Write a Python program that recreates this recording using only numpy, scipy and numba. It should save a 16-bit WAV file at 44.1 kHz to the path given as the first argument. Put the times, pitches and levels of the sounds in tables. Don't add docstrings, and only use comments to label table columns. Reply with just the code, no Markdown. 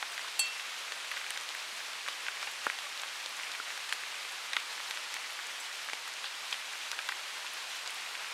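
import sys
import numpy as np
from scipy import signal
from scipy.fft import rfft, irfft
from scipy.io import wavfile
from scipy.ndimage import uniform_filter1d
from numba import njit

SR = 44100
rng = np.random.default_rng(int(sys.argv[2]) if len(sys.argv) > 2 else 0)


def generate_wav(sig):
    pcm = np.round(np.clip(np.atleast_2d(sig).T, -1, 1) * 32767).astype(np.int16)
    wavfile.write(sys.argv[1], SR, pcm)


def gain_from_decibels(decibels):
    exponent = np.asarray(decibels, float) / 20
    return 10 ** exponent


N = 367353

# pitch_hz, density_db (per Hz)
CANOPY_COLOUR = [(15, -63), (25, -33), (161, -29), (516, -11), (1070, -3), (2480, -0.5), (3920, -3.5),
                 (8830, -14), (12500, -22), (14800, -32.5), (16000, -34)]
# time_s, level_db
DRIP_FLOW = [
    (0.0, -41),
    (3.87, -41),
    (4.34, -41.5),
    (4.78, -40.5),
    (5.82, -41.5),
    (7.03, -41.5),
    (7.35, -41),
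    (8.33, -41),
]
# start_s, peak_db, pitch_hz
LITTER_DRIPS = [(0.0277, -46, 820), (0.2469, -37, 1210), (0.2804, -36, 1230), (1.4174, -39, 1180),
                (1.5049, -39, 900), (1.9548, -39, 1290), (2.0851, -32.5, 1150), (2.1192, -41, 1180),
                (2.4288, -33.5, 1280), (2.474, -36, 800), (2.6788, -50, 1030), (2.8673, -36, 1160),
                (4.911, -50, 1290), (5.1169, -42, 1030), (5.1673, -49, 1290), (5.3018, -47, 1290),
                (6.2434, -35, 1300), (6.4307, -41, 1080), (6.5277, -32.5, 1170), (6.9912, -39, 1210),
                (7.4473, -35, 1140), (8.3153, -46, 1270)]
# start_s, peak_db, pitch_hz
BROAD_DRIPS = [(0.1292, -36, 1590), (0.5979, -33, 2580), (0.8797, -36, 2330), (1.0466, -35, 1890),
               (1.3627, -33, 2020), (1.375, -29, 2750), (1.9361, -36, 2630), (2.232, -36, 1610),
               (2.3712, -33, 2110), (2.7786, -35, 2220), (2.8287, -37, 2110), (3.2107, -37, 2500),
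               (3.3906, -34, 1460), (3.4095, -39, 1810), (3.4979, -36, 1570), (3.5322, -42, 1620),
               (3.8045, -38, 2020), (3.8925, -38, 2430), (4.1439, -35, 2300), (4.2507, -34, 2067),
               (4.7789, -36, 2020), (4.8032, -30.5, 1830), (4.9395, -32, 2370), (5.1516, -37, 2520),
               (5.3008, -36, 1370), (5.5805, -37, 1890), (5.685, -36, 1720), (5.7127, -34, 1890),
               (6.3043, -36, 2110), (6.7349, -30.5, 1863), (6.8342, -33, 2410), (6.9306, -32, 1500),
               (7.0446, -37, 1490), (7.4713, -33, 2410), (7.5703, -34, 1940), (7.8352, -34, 2410),
               (7.8613, -44, 1510), (7.8962, -33, 2300), (7.9989, -35, 2580), (8.2695, -35, 2480)]
# start_s, peak_db, pitch_hz
STIFF_DRIPS = [(0.473, -36, 2820), (1.1414, -38, 4240), (1.1653, -34, 4130), (1.5975, -38, 3040),
               (2.0101, -35, 2820), (2.1327, -34, 3010), (2.4736, -41, 2910), (2.7014, -33, 2990),
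               (2.9975, -27, 3530), (3.0816, -39, 3400), (4.037, -41, 3060), (4.1555, -32, 3060),
               (4.9234, -36, 3190), (5.1419, -34, 2950), (5.3598, -38, 3900), (5.7279, -34, 4290),
               (6.1678, -35, 3230), (6.2601, -31, 3340), (6.5428, -38, 2930), (7.1172, -34, 3960),
               (7.2361, -33, 3770), (7.5451, -34, 3290), (7.9839, -39, 3340)]
# start_s, peak_db, pitch_hz
SPLASHES = [(0.5951, -40, 5880), (0.9366, -41, 7110), (1.1628, -43, 6180), (1.2439, -46, 6330),
            (1.3749, -38, 6010), (1.3998, -36, 5960), (2.0854, -37, 5750), (2.4434, -42, 6400),
            (2.7875, -42, 6830), (2.9969, -42, 6090), (3.1587, -46, 5530), (3.2424, -41, 5880),
            (3.2609, -36, 6680), (3.2759, -43, 6070), (3.4412, -43, 5680), (3.5178, -42, 6550),
            (3.9257, -34, 6200), (4.1435, -41, 5900), (4.5994, -39, 6740), (4.7977, -41, 5510),
            (4.8871, -43, 5900), (4.948, -45, 7730), (5.8995, -36, 5620), (5.9336, -30, 5680),
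            (5.953, -40, 5510), (6.5427, -41, 6120), (6.8336, -44, 6140), (7.4746, -45, 6180),
            (7.7176, -41, 6050), (7.769, -41, 6350), (7.8345, -43, 6440)]
# start_s, peak_db, pitch_hz
MIST = [(0.0143, -50, 10340), (0.1438, -48, 11580), (0.4845, -51, 10960), (0.7918, -51, 10010),
        (1.0491, -50, 10400), (1.1141, -47, 11500), (1.1848, -51, 11180), (1.3748, -54, 11990),
        (1.5498, -47, 12320), (1.7748, -53, 10190), (2.4601, -49, 10640), (2.5148, -47, 11780),
        (2.6995, -49, 10010), (2.9754, -52, 10870), (3.2931, -50, 10140), (3.5498, -50, 12730),
        (3.777, -50, 12830), (4.2504, -53, 10140), (4.8986, -46, 10980), (4.9483, -53, 10270),
        (5.1419, -44, 10600), (5.3053, -47, 10530), (5.3313, -49, 10510), (5.648, -54, 11000),
        (5.7561, -48, 11090), (5.848, -51, 10640), (6.0802, -49, 11650), (6.5344, -49, 10340),
        (6.7634, -51, 11000), (7.0766, -47, 11690), (7.1191, -51, 10720), (7.383, -51, 11800),
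        (7.5362, -44, 11110), (7.7577, -53, 10870), (7.9455, -48, 10010)]
# start_s, peak_db, blow_hz, leaf_hz, flutter_db
TAPS = [(0.599, -30, 3180, 3920, -15), (0.9215, -22, 3560, 3480, -15), (1.1647, -31, 3920, 2890, -6),
        (1.243, -31, 3700, 3060, -10), (1.306, -22, 3630, 2900, -14), (1.3745, -23, 3300, 2870, -23),
        (2.079, -27, 2920, 4550, -18), (2.0861, -22, 3400, 3650, -13), (2.428, -26, 4900, 4400, -11),
        (2.7885, -22, 3420, 3060, -18), (2.976, -25.5, 3780, 3590, -15), (2.998, -31, 3560, 3110, -13),
        (3.2608, -19, 3930, 4370, -22), (3.8933, -26, 3250, 3920, -13), (3.926, -16, 3540, 3170, -15),
        (4.5328, -19, 3800, 3800, -11), (4.5668, -13, 3450, 3330, -16.5), (4.91, -17, 3740, 3260, -27),
        (5.934, -27, 4370, 3170, -16), (6.2435, -25, 3460, 3640, -15), (6.528, -17, 3350, 3450, -14),
        (6.916, -17, 4900, 4900, -19), (7.0892, -19.5, 3600, 3150, -12), (7.876, -22.5, 4900, 4870, -17)]
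# start_s, peak_db, pitch_hz
LIGHT_TAPS = [(0.0263, -23, 3460), (0.178, -23.5, 3360), (0.2813, -30, 4010), (1.0504, -32, 3960),
              (1.1144, -24, 3300), (1.1764, -25, 3310), (1.4104, -31, 2960), (1.4895, -21.5, 4030),
              (1.932, -31, 2970), (2.2827, -24.5, 2960), (2.4723, -42, 2900), (2.6988, -36, 3030),
              (3.017, -36, 3740), (3.0344, -24, 3100), (3.5164, -24, 3700), (3.5374, -27, 2910),
              (3.703, -26, 3120), (3.7753, -30, 3700), (4.8818, -31, 3730), (4.9726, -23, 3380),
              (5.1402, -25, 3050), (5.7269, -36, 4150), (5.8965, -26, 2920), (6.2824, -31, 3630),
              (6.5414, -23, 2940), (6.989, -22, 3000), (7.0634, -32, 3580), (7.4649, -26, 3020),
              (7.7164, -30, 3100), (7.86, -26, 4520)]
# start_s, peak_db, pitch_hz,
# t60_s
THUDS = [(0.0265, -36, 860, 0.031), (2.473, -39, 690, 0.025), (2.6678, -18.5, 360, 0.0052),
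         (2.6692, -31, 270, 0.0065), (1.725, -49, 210, 0.068), (1.955, -52, 180, .06),
         (1.985, -51, 480, 0.037), (4.91, -28, 1900, 0.0094), (4.57, -35, 1200, .03),
         (4.5672, -30, 1300, .015), (7.091, -33, 1400, 0.019), (3.6, -26, 1400, 0.028),
         (3.926, -48, 420, .02), (3.681, -33, 1300, .006), (4.5665, -32, 980, 0.027),
         (5.933, -27, 880, 0.0079), (6.527, -48, 890, 0.0095), (7.0902, -40, 900, 0.012)]
# start_s, peak_db, blow_hz, leaf_hz, flutter_db
PATS = [(0.027, -18.5, 2170, 1410, -13.5), (0.179, -27, 2300, 1850, -9), (1.1148, -25.5, 2300, 2220, -8),
        (1.1178, -27, 1750, 1700, -12), (1.1694, -25, 1960, 1980, -8.5), (1.3092, -23, 1670, 2300, -20),
        (1.3747, -25, 2090, 1600, -18), (2.0792, -19.5, 1900, 2000, -25), (2.0846, -21, 2340, 2580, -15),
        (2.284, -21, 2200, 1490, -14), (2.429, -27, 2380, 2200, -11), (2.6676, -12.5, 1290, 1900, -18),
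        (2.6699, -24, 1700, 845, -16), (2.7002, -14.5, 1990, 1680, -23), (3.9257, -12.5, 1750, 2550, -22),
        (4.5338, -21, 2150, 1900, -12), (4.5672, -18.5, 1970, 1920, -8), (4.9104, -28, 2550, 1670, -16),
        (5.8877, -24.5, 1440, 1710, -13), (5.933, -22, 2280, 2500, -13), (6.526, -22.5, 2420, 2450, -13),
        (6.5436, -28, 2210, 2170, -8), (6.9902, -20, 2290, 1710, -13), (7.09, -21.5, 1570, 1560, -8),
        (7.1217, -20, 1780, 1870, -15)]
# start_s, peak_db, pitch_hz
LIGHT_PATS = [(0.193, -30, 1570), (0.596, -27.5, 2160), (0.9205, -25, 1790), (1.1644, -32, 1830),
              (1.214, -28.5, 1950), (1.264, -25, 2180), (1.5492, -26.5, 1930), (1.8038, -28, 2010),
              (1.953, -35, 2080), (2.0624, -28, 2000), (2.2029, -30, 2300), (2.2654, -23, 2400),
              (2.4724, -25.5, 2240), (3.033, -28.5, 1270), (3.3966, -27.5, 1760), (3.433, -24, 2560),
              (3.5488, -26, 2110), (3.7038, -26.5, 2140), (3.7752, -28, 1900), (3.8911, -27, 2480),
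              (4.0353, -27, 1800), (5.1404, -30, 2060), (5.1655, -25.5, 1930), (5.3979, -30, 1570),
              (5.898, -26.5, 1670), (6.075, -30, 1440), (6.9148, -26, 2310), (6.9314, -41, 1300),
              (8.1514, -24.5, 2340), (8.2447, -29, 1730)]
# start_s, peak_db, pitch_hz
FAINT_PATS = [(0.2803, -35, 2430), (0.8779, -32, 2340), (1.1398, -28, 1450), (1.2423, -29, 1630),
              (2.7864, -32, 1550), (3.017, -36, 2520), (3.1552, -30, 1500), (3.26, -26, 2380),
              (3.3972, -37, 1770), (3.4684, -24, 2550), (3.5414, -28, 2100), (3.7204, -33, 1750),
              (4.1425, -28, 2200), (4.7963, -30, 1670), (4.9721, -26, 1590), (5.2435, -26, 2030),
              (5.2999, -30, 2470), (5.3901, -25, 1770), (6.2412, -24, 2460), (6.4692, -34, 2100),
              (6.6129, -25, 2330), (6.7336, -36, 2100), (7.4664, -35, 1680), (7.86, -27, 1510)]
# start_s, peak_db, pitch_hz, flutter_db
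TICKS = [(0.5793, -29, 6890, -16), (0.921, -33, 6730, -19), (1.3057, -25, 9400, -6),
         (1.3748, -29, 6630, -5.5), (1.411, -30, 7100, -9), (1.4907, -30, 7010, -15),
         (2.0784, -33, 9260, -19), (2.085, -30, 6770, -14), (2.4278, -37, 6820, -20),
         (2.667, -29, 9000, -11), (3.018, -23, 7780, -18), (3.2607, -35, 7090, -18),
         (3.3698, -29, 7150, -15), (3.7763, -31, 6590, -7), (3.8915, -31, 7300, -14),
         (3.925, -26, 8000, -9), (3.9325, -21, 9800, -16), (4.5323, -30, 8550, -10),
         (4.9105, -31, 8400, -8), (5.1417, -19, 6950, -20), (5.469, -28, 7220, -9),
         (5.9325, -31, 8800, -18), (6.138, -28.5, 6630, -7), (6.512, -26, 6900, -12),
         (6.5279, -38, 6890, -9), (6.9159, -24, 10350, -18), (7.09, -29, 7620, -8), (7.5351, -35, 8990, -5),
         (7.876, -25.5, 7510, -25), (7.9076, -25, 9330, -24)]
# start_s, peak_db, pitch_hz
LIGHT_TICKS = [(0.0992, -37, 8670), (0.1214, -34, 8060), (0.178, -37, 8190), (0.4584, -31, 8750),
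               (1.1754, -35, 7280), (1.5484, -36, 8590), (1.7744, -43, 7260), (1.9324, -36, 8350),
               (2.1264, -36, 7580), (2.6988, -35, 7740), (2.7861, -37, 7700), (3.2924, -36, 8260),
               (3.8744, -34, 7520), (3.8954, -34, 8880), (4.1544, -36, 7470), (4.3214, -33, 9880),
               (4.5655, -38, 7570), (4.5979, -35, 7300), (4.8984, -34, 7380), (4.9474, -36, 7780),
               (5.2244, -40, 8740), (5.3904, -38, 7210), (5.8466, -37, 7250), (6.0786, -33.5, 7920),
               (6.4694, -40, 7640), (6.729, -31, 8040), (7.0454, -37, 7780), (7.4729, -38, 7780),
               (7.8344, -40, 8120), (7.9444, -36, 10100)]
# start_s, peak_db
PINGS = [
    (0.3929, -24),
    (5.6, -43.5),
]
# first_drop_db, second_drop_db, t60_s
METAL_MODES = [(-12.5, -40, 0.049), (-21, -40, .03), (-9, -30, 0.54), (-12, -30, 0.42), (-26, -41, .2),
               (-2, -20, 0.24), (-18, -30, .3), (-10, -1, 0.093), (-8, -12, 0.15), (-17, -14, 0.14),
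               (-24, -8, 0.11), (-3.5, 0, 0.13), (-6, -12, 0.083), (-1.5, -12, 0.058), (-7, -8, 0.094),
               (-10, -8, .08), (-9, -14, 0.069), (-17, -10, 0.084), (-15, -22, .055), (-17, -12, .06),
               (-26, -18, .07), (-26, -20, .06), (-30, -25, .06), (-15, -40, 0.8), (-10, -25, .02)]
METAL_HZ = [860, 2300, 2689, 3245, 3763, 4437, 4511, 6158, 7330, 7461, 7701, 7745, 8183, 8249, 8938, 10019,
            10571, 11160, 13073, 13997, 14265, 14428, 15572, 2690, 12600]
# start_s, level_db, pitch_hz, length_s
SPRAYS = [
    (6.246, -32.5, 3600, 0.034),
    (4.583, -34.5, 2900, 0.023),
    (6.5, -45, 8100, 0.054),
    (2.1, -38, 4200, 0.036),
    (6.8, -35, 2500, 0.026),
]


@njit
def ring(start, hz, t60, size):
    out = np.zeros(N)
    for k in range(len(start)):
        turn = np.exp(2j * np.pi * hz[k] / SR - np.log(1000) / (t60[k] * SR))
        phasor = size[k] + 0j
        for i in range(start[k], min(N, start[k] + int(t60[k] * SR))):
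            out[i] += phasor.imag
            phasor *= turn
    return out


def strike(s, hz, t60, size):
    s, hz, t60, size = (np.ravel(v) for v in np.broadcast_arrays(s, hz, t60, size))
    start = (np.clip(s, 0, N / SR) * SR).astype(np.int64)
    return ring(start, np.clip(hz, 50., .45 * SR), np.clip(t60, .001, 2.), 1. * size)


def bass_cut(x, hz):
    return signal.sosfilt(signal.butter(3, hz, "high", fs=SR, output="sos"), x)


def foliage(x, t60):
    t = np.arange(SR // 4) / SR
    build_up = 1 - np.exp(-t / 0.0051)
    tail = rng.standard_normal(len(t)) * build_up * 1000. ** (-t / t60)
    return signal.fftconvolve(x, tail / np.sqrt(np.sum(tail ** 2)))[:N]


def tint(x, colour):
    spec = rfft(x)
    hz = np.arange(N // 2 + 1) * SR / N + 1
    own = uniform_filter1d(abs(spec) ** 2, size=201) ** .5
    point_hz, point_db = np.transpose(colour)
    wanted = gain_from_decibels(np.interp(np.log(hz), np.log(point_hz), point_db))
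    y = irfft(spec / own * wanted, N)
    return y / y.std()


def walk(rate):
    k = int(SR / rate)
    held = np.repeat(rng.standard_normal(N // k + 1), k)
    return 1.1 * uniform_filter1d(uniform_filter1d(held, k), k)[:N]


def patter():
    chance = rng.random((12000, 8))
    hz = 200 * 70 ** chance[:, 2:3] * np.exp((.3 + .6 * chance[:, 2:5]) * [0, 1, -1])
    size = gain_from_decibels(np.minimum(-3.2 * np.log(1 - chance[:, 1:2]), 9.)) * hz ** .5
    start = chance[:, :1] * N / SR + .0004 * chance[:, 5:]
    drops = strike(start, hz, 5.0 / hz + 0.0036, size)
    drops = drops / drops.std()
    drops = drops + gain_from_decibels(1.0) * foliage(drops, t60=0.069)
    hiss = gain_from_decibels(.7 * walk(30)) * rng.standard_normal(N)
    s, flow_db = np.transpose(DRIP_FLOW)
    flow = gain_from_decibels(np.interp(np.arange(N) / SR, s, flow_db) + 1.0)
    return flow * (tint(drops, CANOPY_COLOUR) * gain_from_decibels(-6.5) + tint(hiss, CANOPY_COLOUR) * gain_from_decibels(-2.5))


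def leaves(s, db, hz, leaf_hz, flutter_db, cycles, soft, spread, rebound_s, t60, side_db):
    s = s - .6 / hz
    chance = rng.random((len(s), 3, 6))
    blow = strike(s, hz, cycles / hz, gain_from_decibels(db))
    blow = blow - strike(s, hz, .4 * cycles / hz, soft * gain_from_decibels(db))
    flutter = strike(s + 1 / hz, leaf_hz, t60, gain_from_decibels(db + flutter_db - 5.5))
    later = chance[:, 0] ** 1.508
    near_hz = leaf_hz * np.exp(spread * (2 * chance[:, 1] - 1))
    sign = np.sign(chance[:, 2] - .5)
    size = gain_from_decibels(db + flutter_db + side_db - 2.8 * later) * sign
    return blow + flutter + strike(s + 1 / hz + rebound_s * later, near_hz, t60, size)


def small_drips():
    out = 0
    kinds = ((LITTER_DRIPS, 9.5, .012), (BROAD_DRIPS, 9.5, .008), (STIFF_DRIPS, 9.5, .005),
             (SPLASHES, 12.5, .004), (MIST, 19.0, .005))
    for table, trim_db, t60 in kinds:
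        s, db, hz = np.transpose(table)[:, :, None]
        out = out + leaves(s - 0.82 / hz, db + trim_db, hz, hz * 1.033, -11.0, cycles=5., soft=0.69,
                           spread=0.23, rebound_s=t60 / 3, t60=t60, side_db=-5.0)
    return bass_cut(out, 480.0)


def light(table, trim_db, onset_to_peak_s):
    return [(s + onset_to_peak_s, db + trim_db, hz, hz * 1.22 ** (-1) ** k, -19)
            for k, (s, db, hz) in enumerate(table)]


def taps():
    drops = TAPS + light(LIGHT_TAPS, trim_db=0.5, onset_to_peak_s=0.000963)
    s, db, *leaf = np.transpose(drops)[:, :, None]
    return leaves(s, db + 7.5, *leaf, cycles=5., soft=0.44, spread=0.37,
                  rebound_s=.004, t60=0.0049, side_db=-4.0)


def thuds():
    s, db, hz, t60 = np.transpose(THUDS)
    return bass_cut(strike(s, hz, t60, gain_from_decibels(db)), 280.0)


def pats():
    drops = PATS + light(LIGHT_PATS, trim_db=2.9, onset_to_peak_s=0.00123)
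    drops = drops + light(FAINT_PATS, trim_db=-1.0, onset_to_peak_s=0.001085)
    s, db, *leaf = np.transpose(drops)[:, :, None]
    return leaves(s, db + 8.0, *leaf, cycles=5.24, soft=1.0, spread=0.35,
                  rebound_s=0.0041, t60=0.014, side_db=-8.0)


def ticks():
    bursts = TICKS + [(s + .0005, db + 3.0, hz, -15.) for s, db, hz in LIGHT_TICKS]
    s, db, hz, flutter_db = np.transpose(bursts)[:, :, None]
    return leaves(s, db + 7.5, hz, hz, flutter_db, cycles=3.5, soft=0.53, spread=0.55,
                  rebound_s=0.0023, t60=0.0022, side_db=-7.0)


def metal():
    *mode_db, t60 = np.transpose(METAL_MODES)
    s, db = np.transpose(PINGS)[:, :, None]
    sign = (-1.) ** np.unique(np.round(METAL_HZ, -1), return_inverse=True)[1]
    modes = strike(s, METAL_HZ, t60, sign * gain_from_decibels(db + mode_db))
    crack = strike(s[0], 3000 * 5.2 ** rng.random(40), 0.012, gain_from_decibels(-44.0))
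    jolt = strike(s[0], 57.0, .06, gain_from_decibels(-59.0))
    return bass_cut(modes + crack, 550.0) + jolt


def sprays():
    s, db, hz, length = np.transpose(SPRAYS)[:, :, None]
    chance = rng.random((len(s), 3, 40))
    later = chance[:, 0] ** 0.99
    droplet_hz = hz * np.exp(.5 * chance[:, 1] - .25)
    size = gain_from_decibels(db - 3.1 * later - 3.7 * chance[:, 2])
    return strike(s + length * later, droplet_hz, 17.0 / hz, size)


def scene():
    far = patter() + metal()
    near = small_drips() + bass_cut(taps() + pats() + ticks() + sprays(), 613.0) + thuds()
    near = signal.sosfilt(signal.butter(2, 12500., fs=SR, output="sos"), near)
    sound = near + gain_from_decibels(-13.5) * foliage(near, t60=0.034) + far
    return np.array([sound, sound])


def band_limit(x):
    return signal.sosfilt(signal.butter(12, 15830, fs=SR, output="sos"), x)


def record(dry):
    mix = signal.sosfilt(signal.ellip(8, .2, 60, 15800, fs=SR, output="sos"), dry)
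    return band_limit(mix)


dry = scene()
out = record(dry)
generate_wav(out)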